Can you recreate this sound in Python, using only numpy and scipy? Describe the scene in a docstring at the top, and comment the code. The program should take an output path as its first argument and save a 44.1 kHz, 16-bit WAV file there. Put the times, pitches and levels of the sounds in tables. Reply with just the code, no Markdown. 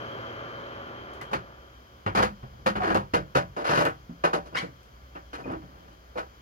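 """Up the cabin stairs

Someone climbs the last wooden stairs of a cabin and walks onto the plank floor above, phone in hand.
Heels and toes knock, soles scuff and squeak: bursts of noise and fading tones, coloured by ringing wood.
A fan downstairs, made of noise and wavering tones, fades behind the stairwell, leaving a faint mains hum."""
import sys
import numpy as np
from scipy import signal
from scipy.fft import rfft, irfft, next_fast_len
from scipy.io import wavfile

SR = 44100
rng = np.random.default_rng(int(sys.argv[2]) if len(sys.argv) > 2 else 0)


def wav_out(sig):
    """Save sig, one row per channel (or a flat mono array), as 16-bit PCM at SR to the path in sys.argv[1]."""
    wavfile.write(sys.argv[1], SR, np.round(np.clip(np.atleast_2d(sig).T, -1, 1) * 32767).astype(np.int16))


N = 282681  # length in samples
TIME = np.arange(N) / SR
BANDS = 40 * 2 ** np.arange(0, 9, .5)  # half-octave band centres, Hz
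PORT_LAG_MS = 0.4066  # steps reach the phone's left port later than its right, before the stretch below

# sound bends round the phone, so the lag between its ports changes with pitch: (pitch_hz, factor on the lag)
LAG_STRETCH = [(130, 0.69), (500, 1.29), (860, 1.197), (1500, 0.91), (2000, .9), (2800, 0.99), (4000, 0.99)]
# heels and toes knocking on the boards; level_db is set before the wood's modes are added:
# (start_s, level_db, thump_db, sole_hardness_db, tick_db, rise_ms, contact_ms, boom_hz, boom_db,
#  note_hz, note_db, first_overtone_hz, second_overtone_hz, third_overtone_hz, overtone_db)
FOOT_KNOCKS = [(1.212, -45, -7, 7, 4.5, 2.2, 7.4, 134, -47, 454, -44, 756, 1210, 2250, -49),
               (1.312, -36.5, -27, -9, -2, 2, 12, 177, -37, 363, -44, 872, 1560, 2562, -51),
               (1.331, -28.5, -4, 3, 3, 1.5, 4.7, 126, -40, 531, -31, 880, 1570, 2590, -27),
               (2.062, -30, -1.5, 2.5, -4, 0.85, 19, 98, -25, 537, -28, 784, 1430, 2780, -26),
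               (2.149, -28, -7, 3, 7, 1.5, 20, 200.6, -32, 416, -29, 797, 1280, 2360, -25),
               (2.224, -25, -4.5, 3, 6, 1.5, 4.7, 200.4, -27.5, 501, -18, 850, 2030, 2400, -27.5),
               (2.66, -25.5, -5, 4.5, 6, 2.1, 15.6, 210.4, -22.5, 533, -17, 823, 1300, 2620, -22),
               (2.753, -31, -0.5, 0.5, -2.5, 3, 15, 198, -30, 395, -34, 710, 1460, 2920, -30),
               (2.944, -21.5, -5.5, -4, -4.5, 4.3, 16, 196, -26, 527, -20, 835, 1300, 2718, -22),
               (3.135, -22.5, 3, 1, 4, 1.7, 17, 137, -51, 478, -17, 986, 1510, 2740, -24),
               (3.349, -21, 1.5, 0, 4.5, 4, 20.6, 133.4, -26.5, 535, -14.5, 657, 1550, 2700, -25.5),
               (3.564, -29.5, -6, -6.5, -3, 1.7, 53, 295, -39, 560, -38, 651, 1685, 2510, -42),
               (3.851, -25, -2, 2.5, -5.5, 1.1, 14.4, 135, -34, 491, -28, 622, 1300, 2788, -27),
               (4.237, -19.5, -12.5, -2.5, -0.5, 3.1, 12, 166.4, -30.5, 510, -24.5, 1030, 1752, 2465, -22),
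               (4.330, -23.5, -6, -3, 1.5, 2.6, 15, 172.3, -30, 613, -26, 1000, 1250, 2580, -37),
               (4.455, -47, 5, -3.5, 7.5, 2.7, 16, 173, -59, 395, -51, 1006, 1275, 2519, -58),
               (4.523, -42, 7, -10, -6, 3, 54, 165, -54, 494, -42, 794, 1300, 2480, -56),
               (5.151, -43, 0.5, 2, -4, 2.2, 17, 166, -53, 294, -39.5, 706, 1350, 2691, -42),
               (5.33, -41, -4, 5.5, 9.5, 1.5, 22, 167, -58, 290, -36, 806, 1350, 3041, -38),
               (5.379, -41.5, 5.5, -3, 0, 2.5, 31, 114, -56, 464, -47, 930, 1162, 2440, -49),
               (6.155, -33.5, -6.5, -12, -8, 6.4, 22, 197.4, -40.5, 500, -28, 829, 1420, 2420, -39),
               (6.174, -32.5, -20, 0.5, 1.5, 1.8, 21, 199, -57, 638, -27, 806, 2067, 2480, -36)]
# boards thudding softly as weight shifts onto them; level_db is set before the wood's modes are added:
# (start_s, level_db, thump_db, boom_hz, boom_db)
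SOFT_THUDS = [(2.427, -47, 3.5, 130, -37.5), (2.53, -57, 5, 115, -41), (2.59, -60, 9.5, 135, -48),
              (2.903, -30, 0, 148, -34), (3.691, -37, 3, 146, -28.5), (3.775, -29.5, 1, 163, -24),
              (3.807, -24, -6, 160, -27), (4.091, -54, 18, 169.6, -34), (4.626, -42, 18, 269, -42.5),
              (4.674, -55, 11, 175, -45), (5.465, -47.5, 9, 264, -32), (5.492, -46, 15, 292, -30),
              (5.528, -38, -1, 289, -33), (5.618, -51.5, 18, 131, -54)]


def undb(db):
    """Turn decibels into gain."""
    return 10 ** (np.asarray(db) / 20)


def at(table, hz):
    """Read (pitch_hz, value) points, joined by straight lines on a log-frequency axis."""
    f, value = np.transpose(table)
    return np.interp(np.log(np.maximum(hz, 1)), np.log(f), value)


def unit(x):
    """Scale to rms 1."""
    return x / np.sqrt(np.mean(x ** 2))


def walk(rate, size=N):
    """Random values, rate a second, joined by straight lines."""
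    place = np.arange(size) * rate / SR
    return np.interp(place, np.arange(8192), rng.standard_normal(8192))


def resonate(x, hz, width):
    """A ringing band-pass, width in Hz, with gain 1 at its centre."""
    return signal.lfilter(*signal.iirpeak(hz, hz / width, SR), x)


def add(out, s, sound):
    """Mix a sound in at time s."""
    i = int(s * SR)
    out[:, i:i + sound.shape[1]] += sound[:, :N - i]


def port_noise(lag_ms):
    """Half-octave noises (band, port, time): ports share part of the sound, a positive lag delays the left."""
    # how much of the sound the ports share: (pitch_hz, share of power 0-1)
    likeness = [(60, .99), (130, .96), (300, .76), (700, .8), (1200, .84), (2200, .55), (4000, .5),
                (8000, .45), (15000, .35)]
    size = next_fast_len(N, True)
    f = np.arange(size // 2 + 1) * SR / size
    common, left, right = rfft(rng.standard_normal((3, size)))
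    share = np.clip(at(likeness, f), 0, 1)
    delay_s = lag_ms * at(LAG_STRETCH, f) / 1000
    direct = np.array([common * np.exp(-2j * np.pi * f * delay_s), common])
    own = np.array([left, right])
    pair = (np.sqrt(share) * direct + np.sqrt(1 - share) * own).astype(np.complex64)
    octave = np.log2(np.maximum(f, 1)).astype(np.float32)
    bands = []
    for hz in BANDS:
        # power falls in a straight line to nothing half an octave away
        power = np.maximum(1 - 2 * abs(octave - float(np.log2(hz))), 0)
        bands.append(unit(irfft(pair * np.sqrt(power), size)[:, :N]))
    return np.array(bands)


def air(spectrum, lag_ms, flicker_db):
    """Rushing air: coloured noise whose bands each flicker a little."""
    gains = undb(at(spectrum, BANDS)) * np.sqrt(BANDS)  # a wider band holds more noise
    return unit(sum(g * band * undb(flicker_db * walk(6.9)) for g, band in zip(gains, port_noise(lag_ms))))


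def tones(table, lag_ms, waver_db):
    """Machine tones that waver as the phone moves through their standing waves."""
    out = np.zeros((2, N))
    heard = TIME - np.array([[lag_ms / 1000], [0]])
    for hz, width, db in table:
        phase = 2 * np.pi * hz * heard + walk(2 * width)  # drifting phase blurs the pitch
        out += np.sqrt(2) * undb(db + waver_db * walk(14)) * np.sin(phase)
    return out


def fan(whine_hz=3170, whine_width_hz=170):
    """Air noise, motor tones, a rough whine and a thin whistle from the room below."""
    # the fan as the stairwell hides it: (time_s, level_db added to air, tones and whine)
    stairwell_level = [(0, 4), (.9, 1), (1.25, -2), (1.85, -15), (6.41, -17.5)]
    # colour of its rushing air: (pitch_hz, level in dB per Hz)
    fan_spectrum = [(35, -29), (70, 4), (130, 3), (200, -3), (480, 8), (800, -2), (1200, 8.5), (1550, 0),
                    (2000, -6.5), (3200, -13), (4000, -20.5), (6000, -20.5), (8000, -50), (14000, -34)]
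    # motor and blade tones, before the stairwell: (pitch_hz, width_hz, level_db)
    motor_tones = [(118.3, 2.6, -55.5), (239.8, 2.9, -58.5), (317, 3.1, -60), (362, 1.6, -64.5),
                   (553.3, 2.5, -54.5), (579.5, 4.1, -62), (656, 8.4, -59.5), (727, 4.6, -63),
                   (786, 4.5, -69), (1186, 6, -56), (1380, 4, -56), (3040, 10, -62.5), (3234, 14, -65.5)]
    whistle_peak_s, rise_db_per_s, fade_db_per_s = 0.44, 39, 30

    rush = undb(-42.0) * air(fan_spectrum, lag_ms=-0.31, flicker_db=1.0)
    motor = tones(motor_tones, lag_ms=-0.26, waver_db=0.5)
    # noise through the same narrow band twice
    whine = resonate(rng.standard_normal((2, N)), whine_hz, whine_width_hz)
    whine = unit(resonate(whine, whine_hz, whine_width_hz)) * undb(-61 + 4 * walk(14))
    whistle = tones([(3133, 14, -57)], lag_ms=-.3, waver_db=4)
    since_peak = TIME - whistle_peak_s
    swell_db = np.minimum(rise_db_per_s * since_peak, -fade_db_per_s * since_peak)
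    hidden = undb(np.interp(TIME, *np.transpose(stairwell_level)))
    return (rush + motor + whine) * hidden + whistle * undb(swell_db)


def upstairs(whine_hz=3180, whine_width_hz=220):
    """The upper room: quiet air noise, mains hum and a faint, rough whine."""
    # the room opens up as the stairs are climbed: (time_s, level_db added to all of it)
    opening_level = [(0, -5), (1.1, -2.5), (1.75, 2.5), (6.41, 3)]
    # colour of the still air: (pitch_hz, level in dB per Hz)
    still_air = [(25, -12), (60, 4.5), (90, -4.5), (200, -11.5), (500, -16.5), (1200, -16.5), (2200, -22.5),
                 (3200, -31), (4200, -29), (6500, -20), (8300, -64), (10000, -44.5), (14000, -33)]
    # mains hum, before the opening level: (pitch_hz, width_hz, level_db)
    hum_tones = [(61.3, 2.9, -59.5), (122, 3.4, -73)]
    whine = unit(resonate(rng.standard_normal((2, N)), whine_hz, whine_width_hz)) * undb(-71.5 + 2 * walk(16))
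    hush = undb(-57.5) * air(still_air, lag_ms=0.421, flicker_db=-0.5)
    hum = tones(hum_tones, lag_ms=.1, waver_db=-2.0)
    return (hush + hum + whine) * undb(np.interp(TIME, *np.transpose(opening_level)))


def clicks():
    """Small dry clicks of grit and board joints: a bright noise snap with a short trail from the room."""
    # when each click comes: (start_s, level_db)
    click_times = [(1.135, -48), (1.214, -41.5), (1.890, -71), (2.225, -35), (2.946, -34), (3.788, -36),
                   (3.811, -38), (3.821, -38), (3.852, -31.5), (4.832, -55), (5.93, -61)]
    snap_ms, tail_ms, tail_db = 0.52, 26.5, -10.5
    out = np.zeros((2, N))
    ms = 1000 * np.arange(SR // 8) / SR
    shape = np.exp(-ms / snap_ms) + undb(tail_db) * np.exp(-ms / tail_ms)
    band = signal.butter(1, [1500, 7000], "band", fs=SR, output="sos")
    for s, db in click_times:
        noise = unit(signal.sosfilt(band, rng.standard_normal((2, len(ms)))))
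        add(out, s, undb(db) * shape * noise)
    return out


def squeals():
    """Rubber rings in one narrow band while it bites, then dies away in the room."""
    # brief squeals and low groans as a sole bites: (start_s, length_s, pitch_hz, level_db)
    bites = [(1.209, 0.0065, 2000, -43), (2.799, 0.033, 741, -33), (2.799, .025, 1142, -38),
             (2.845, 0.0097, 353, -35), (2.872, 0.059, 319, -32.5), (4.093, 0.02, 242, -40.5),
             (4.12, .012, 275, -46.5), (4.544, 0.018, 4940, -49.5), (4.544, .006, 2800, -44),
             (4.559, 0.014, 2206, -36), (4.573, .008, 3200, -35), (4.635, 0.012, 475, -38),
             (5.439, 0.008, 2480, -48), (5.475, 0.019, 2510, -57)]
    width_share, t60_s = 0.031, 0.098  # width as a share of the pitch; time to fall 60 dB
    out = np.zeros((2, N))
    t = np.arange(SR // 4) / SR
    heard = t - np.array([[PORT_LAG_MS / 1000], [0]])
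    for s, length, hz, db in bites:
        drift = np.array([walk(2 * width_share * hz, len(t)) for _ in range(2)])
        phase = 2 * np.pi * hz * heard + drift
        fade = np.exp(-np.log(1000) * np.maximum(t - length, 0) / t60_s)
        shape = (1 - np.exp(-t / 0.0015)) * fade
        add(out, s, np.sqrt(2) * undb(db) * shape * np.sin(phase))
    return out


def wood_gains(thump_db, hardness_db, tick_db):
    """Band gains of a contact, the body of the boards at 1: weight adds thump, a hard sole adds crack and tick."""
    # colour of a blow on the boards: (pitch_hz, level in dB per Hz)
    wood_colour = [(40, 1), (70, 3), (120, -1.5), (250, -3), (500, -1.5), (900, 3), (1600, -9), (2700, -21),
                   (3800, -21.5), (5200, -27.5), (8000, -42), (10000, -37.5), (15000, -47)]
    # the boards are too small to give much deep bass, however heavy the foot
    most_deep_db = 10
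    gains = undb(at(wood_colour, BANDS)) * np.sqrt(BANDS)
    body = np.sqrt(np.sum(gains[(BANDS > 300) & (BANDS < 1000)] ** 2))
    contact = [(55, min(3.9 * thump_db, most_deep_db)), (120, min(thump_db, most_deep_db)),
               (200, thump_db), (380, 0), (800, 0.0058),
               (1500, hardness_db), (2500, hardness_db), (5000, tick_db)]
    return gains / body * undb(at(contact, BANDS))


def excite(bank, push, held, gains, grain_db, grain_rate):
    """Boards driven by a grainy push for held s, then dying away, the bass slowest."""
    # ring of boards and stairwell: (pitch_hz, time to fall 60 dB in s)
    wood_ring = [(60, 0.58), (130, 0.45), (250, 0.18), (560, 0.19), (1500, .17), (4000, 0.16),
                 (12000, 0.15)]
    size = len(push)
    start = rng.integers(N - size)  # a random stretch of the noise
    after = np.maximum(np.arange(size) / SR - held, 0)
    # graininess grows up to 1500 Hz
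    grain = np.clip(BANDS / 1500, 0, 1)[:, None] * grain_db * walk(grain_rate, size)
    decay = np.log(1000) * after / at(wood_ring, BANDS)[:, None]
    shape = push * np.exp(np.log(10) / 20 * grain - decay)
    bands = bank[:, :, start:start + size] * shape[:, None].astype(np.float32)
    early = int(max(held, .04) * SR)
    # each band's level is set over the contact, or over 40 ms if that is longer
    loudness = np.sqrt(np.mean(bands[:, :, :early] ** 2, axis=(1, 2)))
    return np.tensordot((gains / loudness).astype(np.float32), bands, 1)


def blow(bank, gains, contact_ms, rise_ms):
    """A foot meets a board: the push rises quickly and lasts as long as the contact."""
    ms = 1000 * np.arange(SR // 2) / SR
    push = 1 - np.exp(-ms / max(rise_ms, .2))
    return excite(bank, push, contact_ms / 1000, gains, grain_db=1.5, grain_rate=760)


def grit(size):
    """Uneven grip of a sole sliding over grains; mean power 1."""
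    per_s, spread_db, grain_ms, grain_share = 260, 3, 4.3, .58
    sizes_db = spread_db * np.minimum(rng.exponential(size=size), 3)
    sizes = (rng.random(size) < per_s / SR) * undb(sizes_db)
    power = signal.lfilter([1], [1, -np.exp(-1000 / (grain_ms * SR))], sizes ** 2)
    share = np.clip(grain_share, 0, 1)
    return np.sqrt(1 - share + share * power / power.mean())


def crunch(size, held):
    """Fine grains snap under the sole and merge into a rough hiss while it drags."""
    per_s, spread_db = 550, 3.5
    centre_hz, width_hz, t60_s = 4800, 1300, 0.022
    t = np.arange(size) / SR
    sizes_db = spread_db * np.minimum(rng.exponential(size=size), 3)
    snaps = (rng.random(size) < per_s / SR) * undb(sizes_db)
    # each snap is a sharp tick with a weaker, longer tail
    fall = np.exp(-t[:2048] * 2500) + .15 * np.exp(-np.log(1000) * t[:2048] / t60_s)
    trail = rng.standard_normal((2, 2048)) * fall
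    steady = resonate(signal.fftconvolve(snaps[None], trail, axes=1)[:, :size], centre_hz, width_hz)
    hiss = unit(resonate(steady, centre_hz, 2 * width_hz))
    return hiss * np.exp(-np.log(1000) * np.maximum(t - held, 0) / t60_s)


def scuff(bank, gains, held, rub_hz, rub_db):
    """A sole catches and slips over grit as the weight comes on, with one rubbing resonance."""
    rise_share, swell_db, crunch_db = 0.14, -0.5, 1  # rise time as a share of the drag; change over the drag
    t = np.arange(SR // 2) / SR
    weight = (1 - np.exp(-t / (rise_share * held))) * undb(swell_db * np.minimum(t / held, 1))
    grip = np.where(t < held, grit(len(t)), 1)
    sound = excite(bank, weight * grip, held, gains, grain_db=2.0, grain_rate=900)
    # the crunch is as strong as the contact's own treble at 4800 Hz
    grains = undb(crunch_db) * np.interp(4800, BANDS, gains) * weight * crunch(len(t), held)
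    return sound + undb(rub_db) * resonate(sound, rub_hz, rub_hz / 5) + grains


def boards(x, modes, plain_db, faint_db=-6, count=26):
    """Strong modes and a scatter of faint high ones stand out of the wood's dense plain response."""
    strong = sum(undb(db) * resonate(x, hz, width) for hz, width, db in modes)
    # one faint mode somewhere in each slice of the treble
    slices = (np.arange(count) + rng.random(count)) / count
    faint = sum(resonate(x, hz, hz / 70) for hz in 1900 * 2 ** (2.6 * slices))
    return undb(plain_db) * x + strong + undb(faint_db) * faint


def footsteps(stiff_hz=135):
    """Knocks, thuds and scuffs drive the wood, first the stair treads and then the floor planks."""
    # soles dragging; level_db is set before rubbing, crunch and the wood's modes are added:
    # (start_s, end_s, level_db, thump_db, sole_hardness_db, hiss_db, rubbing_hz, rubbing_db)
    drags = [(2.167, 2.202, -23.5, -2, 2.5, 1, 955, -5), (2.80, 2.852, -33.5, -18, 1, -5.5, 740, 3),
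             (2.821, 2.925, -29, -11, -2, -1.5, 1660, 3.5), (3.641, 3.714, -28, -13, 1, 4.5, 2580, -6),
             (3.685, 3.815, -25, 0.5, 2, 5, 1560, -17), (4.548, 4.554, -37, -40, 4.5, 5.5, 1500, 7),
             (4.575, 4.63, -41.5, 4.5, 3.5, 6, 2100, -4), (5.438, 5.536, -36, 7, -8, -13, 333, 2),
             (5.63, 5.928, -58, 3.5, -0.5, 3, 222, 8)]
    # ways the stair treads ring: (pitch_hz, width_hz, level_db)
    tread_modes = [(96, 15, -17), (136, 19, -3.5), (201.6, 26.5, 6), (329, 13.5, 0), (396, 27, -4.5),
                   (514, 10.5, -1.5), (780, 22, -11), (959, 11, -5.5), (1295, 76, 0.5), (1440, 140, -4),
                   (1643, 25, 0.5), (1847, 47, 3.5), (2400, 71, -15), (2750, 380, -5)]
    # ways the floor planks ring: (pitch_hz, width_hz, level_db)
    plank_modes = [(137, 15, -8), (176.7, 11, -4.5), (287, 9, -10), (321.8, 10.5, 1), (360, 57, -7.5),
                   (465, 35, -1.5), (521, 8.2, -10), (584.6, 16, 0), (659, 16, -3), (775, 13, -3.5),
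                   (980, 34, -6.5), (1100, 10, -16), (1305, 39, 3), (1490, 170, 1), (1660, 16, -3),
                   (1814, 95, 0.5), (1984, 32, -2), (2500, 105, -1), (2800, 174, -2), (5270, 400, -10.5)]
    top_stair_s = 3.05
    treads, planks = np.zeros((2, 2, N))
    bank = port_noise(PORT_LAG_MS)

    def underfoot(s):
        """The wood stepped on at time s."""
        return treads if s < top_stair_s else planks

    for s, db, thump_db, hardness_db, tick_db, rise_ms, contact_ms, *_ in FOOT_KNOCKS:
        gains = wood_gains(thump_db, hardness_db, tick_db)
        add(underfoot(s), s, undb(db) * blow(bank, gains, contact_ms, rise_ms))
    for s, db, thump_db, *_ in SOFT_THUDS:
        gains = wood_gains(thump_db, hardness_db=-5, tick_db=-13)
        add(underfoot(s), s, undb(db) * blow(bank, gains, contact_ms=7.5, rise_ms=2.6))
    for s, end, db, thump_db, hardness_db, hiss_db, rub_hz, rub_db in drags:
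        gains = wood_gains(thump_db, hardness_db, hiss_db)
        add(underfoot(s), s, undb(db) * scuff(bank, gains, max(end - s, .01), rub_hz, rub_db))
    # the planks lie stiffly on joists and give less deep bass than the open treads
    planks = signal.sosfilt(signal.butter(2, stiff_hz, "high", fs=SR, output="sos"), planks)
    return boards(treads, tread_modes, plain_db=-4.0) + boards(planks, plank_modes, plain_db=-7.0)


def ring(hz, t60, rise_ms):
    """One board mode swells under the foot and dies away; the left port hears it late."""
    lag_ms = np.array([[PORT_LAG_MS * at(LAG_STRETCH, hz)], [0]])
    ms = np.maximum(1000 * np.arange(SR // 4) / SR - lag_ms, 0)
    t = ms / 1000
    return (1 - np.exp(-ms / rise_ms)) * np.exp(-np.log(1000) * t / t60) * np.sin(2 * np.pi * hz * t)


def board_notes():
    """Every board has its own low boom; a knock also wakes its hollow note and its overtones."""
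    # parts of the hollow note: (ratio to the note, level_db added to the note's, time to fall 60 dB in s)
    note_parts = [(1, 3.5, .13), (1.52, -7, .11)]
    # level added to each of the three overtones (dB)
    overtone_trim = [-2, -3, -12.5]
    # each overtone is a close, beating pair: (ratio to it, level_db added, time to fall 60 dB in s)
    beating_pair = [(1, 0, .12), (1.045, -6, .08)]
    out = np.zeros((2, N))

    def boom(hz, db):
        """The board's lowest mode."""
        return undb(db) * ring(hz, t60=0.27, rise_ms=5.5)

    for s, *_, boom_hz, boom_db, note_hz, note_db, first_hz, second_hz, third_hz, over_db in FOOT_KNOCKS:
        sound = boom(boom_hz, boom_db)
        for ratio, db, t60 in note_parts:
            sound += undb(note_db + db) * ring(ratio * note_hz, t60, rise_ms=12)
        for hz, trim_db in zip((first_hz, second_hz, third_hz), overtone_trim):
            for ratio, db, t60 in beating_pair:
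                sound += undb(over_db + trim_db + db) * ring(ratio * hz, t60, rise_ms=1.6)
        add(out, s, sound)
    for s, *_, boom_hz, boom_db in SOFT_THUDS:
        add(out, s, boom(boom_hz, boom_db))
    return out


def squeak(shake_db=4.5, t60=0.22, direct_db=-4, room_db=-6):
    """Rubber chirps upward in uneven slips, a stack of 12 harmonics smeared by the room."""
    # colour of the rubber: (pitch_hz, level_db)
    rubber_colour = [(500, -10), (1100, -5.5), (1500, 7), (2200, 3), (2800, 0), (3300, -8), (4200, -6),
                     (6000, -18), (10000, -26), (15000, -41)]
    start_s, level_db = 4.545, -25  # level before the direct and room shares
    low_hz, top_hz, glide_s, rough = 661, 1095, 0.035, .05  # rough: random share of the pitch
    attack_s, hold_s, release_s = 0.025, 0.016, 0.0087
    t = np.arange(SR // 4) / SR
    rate = low_hz * (top_hz / low_hz) ** np.minimum(t / glide_s, 1)
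    phase = 2 * np.pi * np.cumsum(rate * (1 + rough * walk(1195, len(t)))) / SR
    slips = sum(undb(at(rubber_colour, k * rate)) * np.sin(k * phase) for k in range(1, 13))
    released = np.maximum(t - attack_s - hold_s, 0)
    pressure = np.minimum(t / attack_s, 1) ** 2 * np.exp(-released / release_s)
    source = unit(slips * undb(shake_db * walk(596, len(t)))) * undb(level_db) * pressure
    # the room is a fading noise that smears the chirp
    room = rng.standard_normal((2, len(t))) * np.exp(-np.log(1000) * t / t60)
    room /= np.sqrt(np.sum(room ** 2) / 2)
    smeared = signal.fftconvolve(source[None], room, axes=1)[:, :len(t)]
    out = np.zeros((2, N))
    add(out, start_s, undb(direct_db) * source + undb(room_db) * smeared)
    return out


def scene():
    """Steps, clicks and squeaks over the sounds of the house."""
    house = fan() + upstairs()
    return house + clicks() + squeals() + footsteps() + board_notes() + squeak()


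def record(dry, dip_db=-6):
    """The phone's right port is duller than its left, both dip in the high treble, and the top is cut."""
    # how the ports differ: (pitch_hz, left minus right in dB)
    port_balance = [(60, 0), (180, -0.3), (450, 0), (1300, -0.4), (2400, 4.5), (4400, 6.5), (8000, 5.5),
                    (15000, 8)]
    size = next_fast_len(N + 4096, True)
    f = np.arange(size // 2 + 1) * SR / size
    ports = undb(np.array([[.5], [-.5]]) * at(port_balance, f))
    ports /= np.sqrt(np.mean(ports ** 2, axis=0))  # keep the power of the pair
    dip = undb(at([(7300, 0), (8200, dip_db), (9100, 0.015)], f))
    sound = irfft(rfft(dry, size) * ports * dip, size)[:, :N]
    # steep cut above 15850 Hz
    return signal.sosfilt(signal.ellip(10, .2, 80, 15850, fs=SR, output="sos"), sound)


dry = scene()
out = record(dry)
wav_out(out)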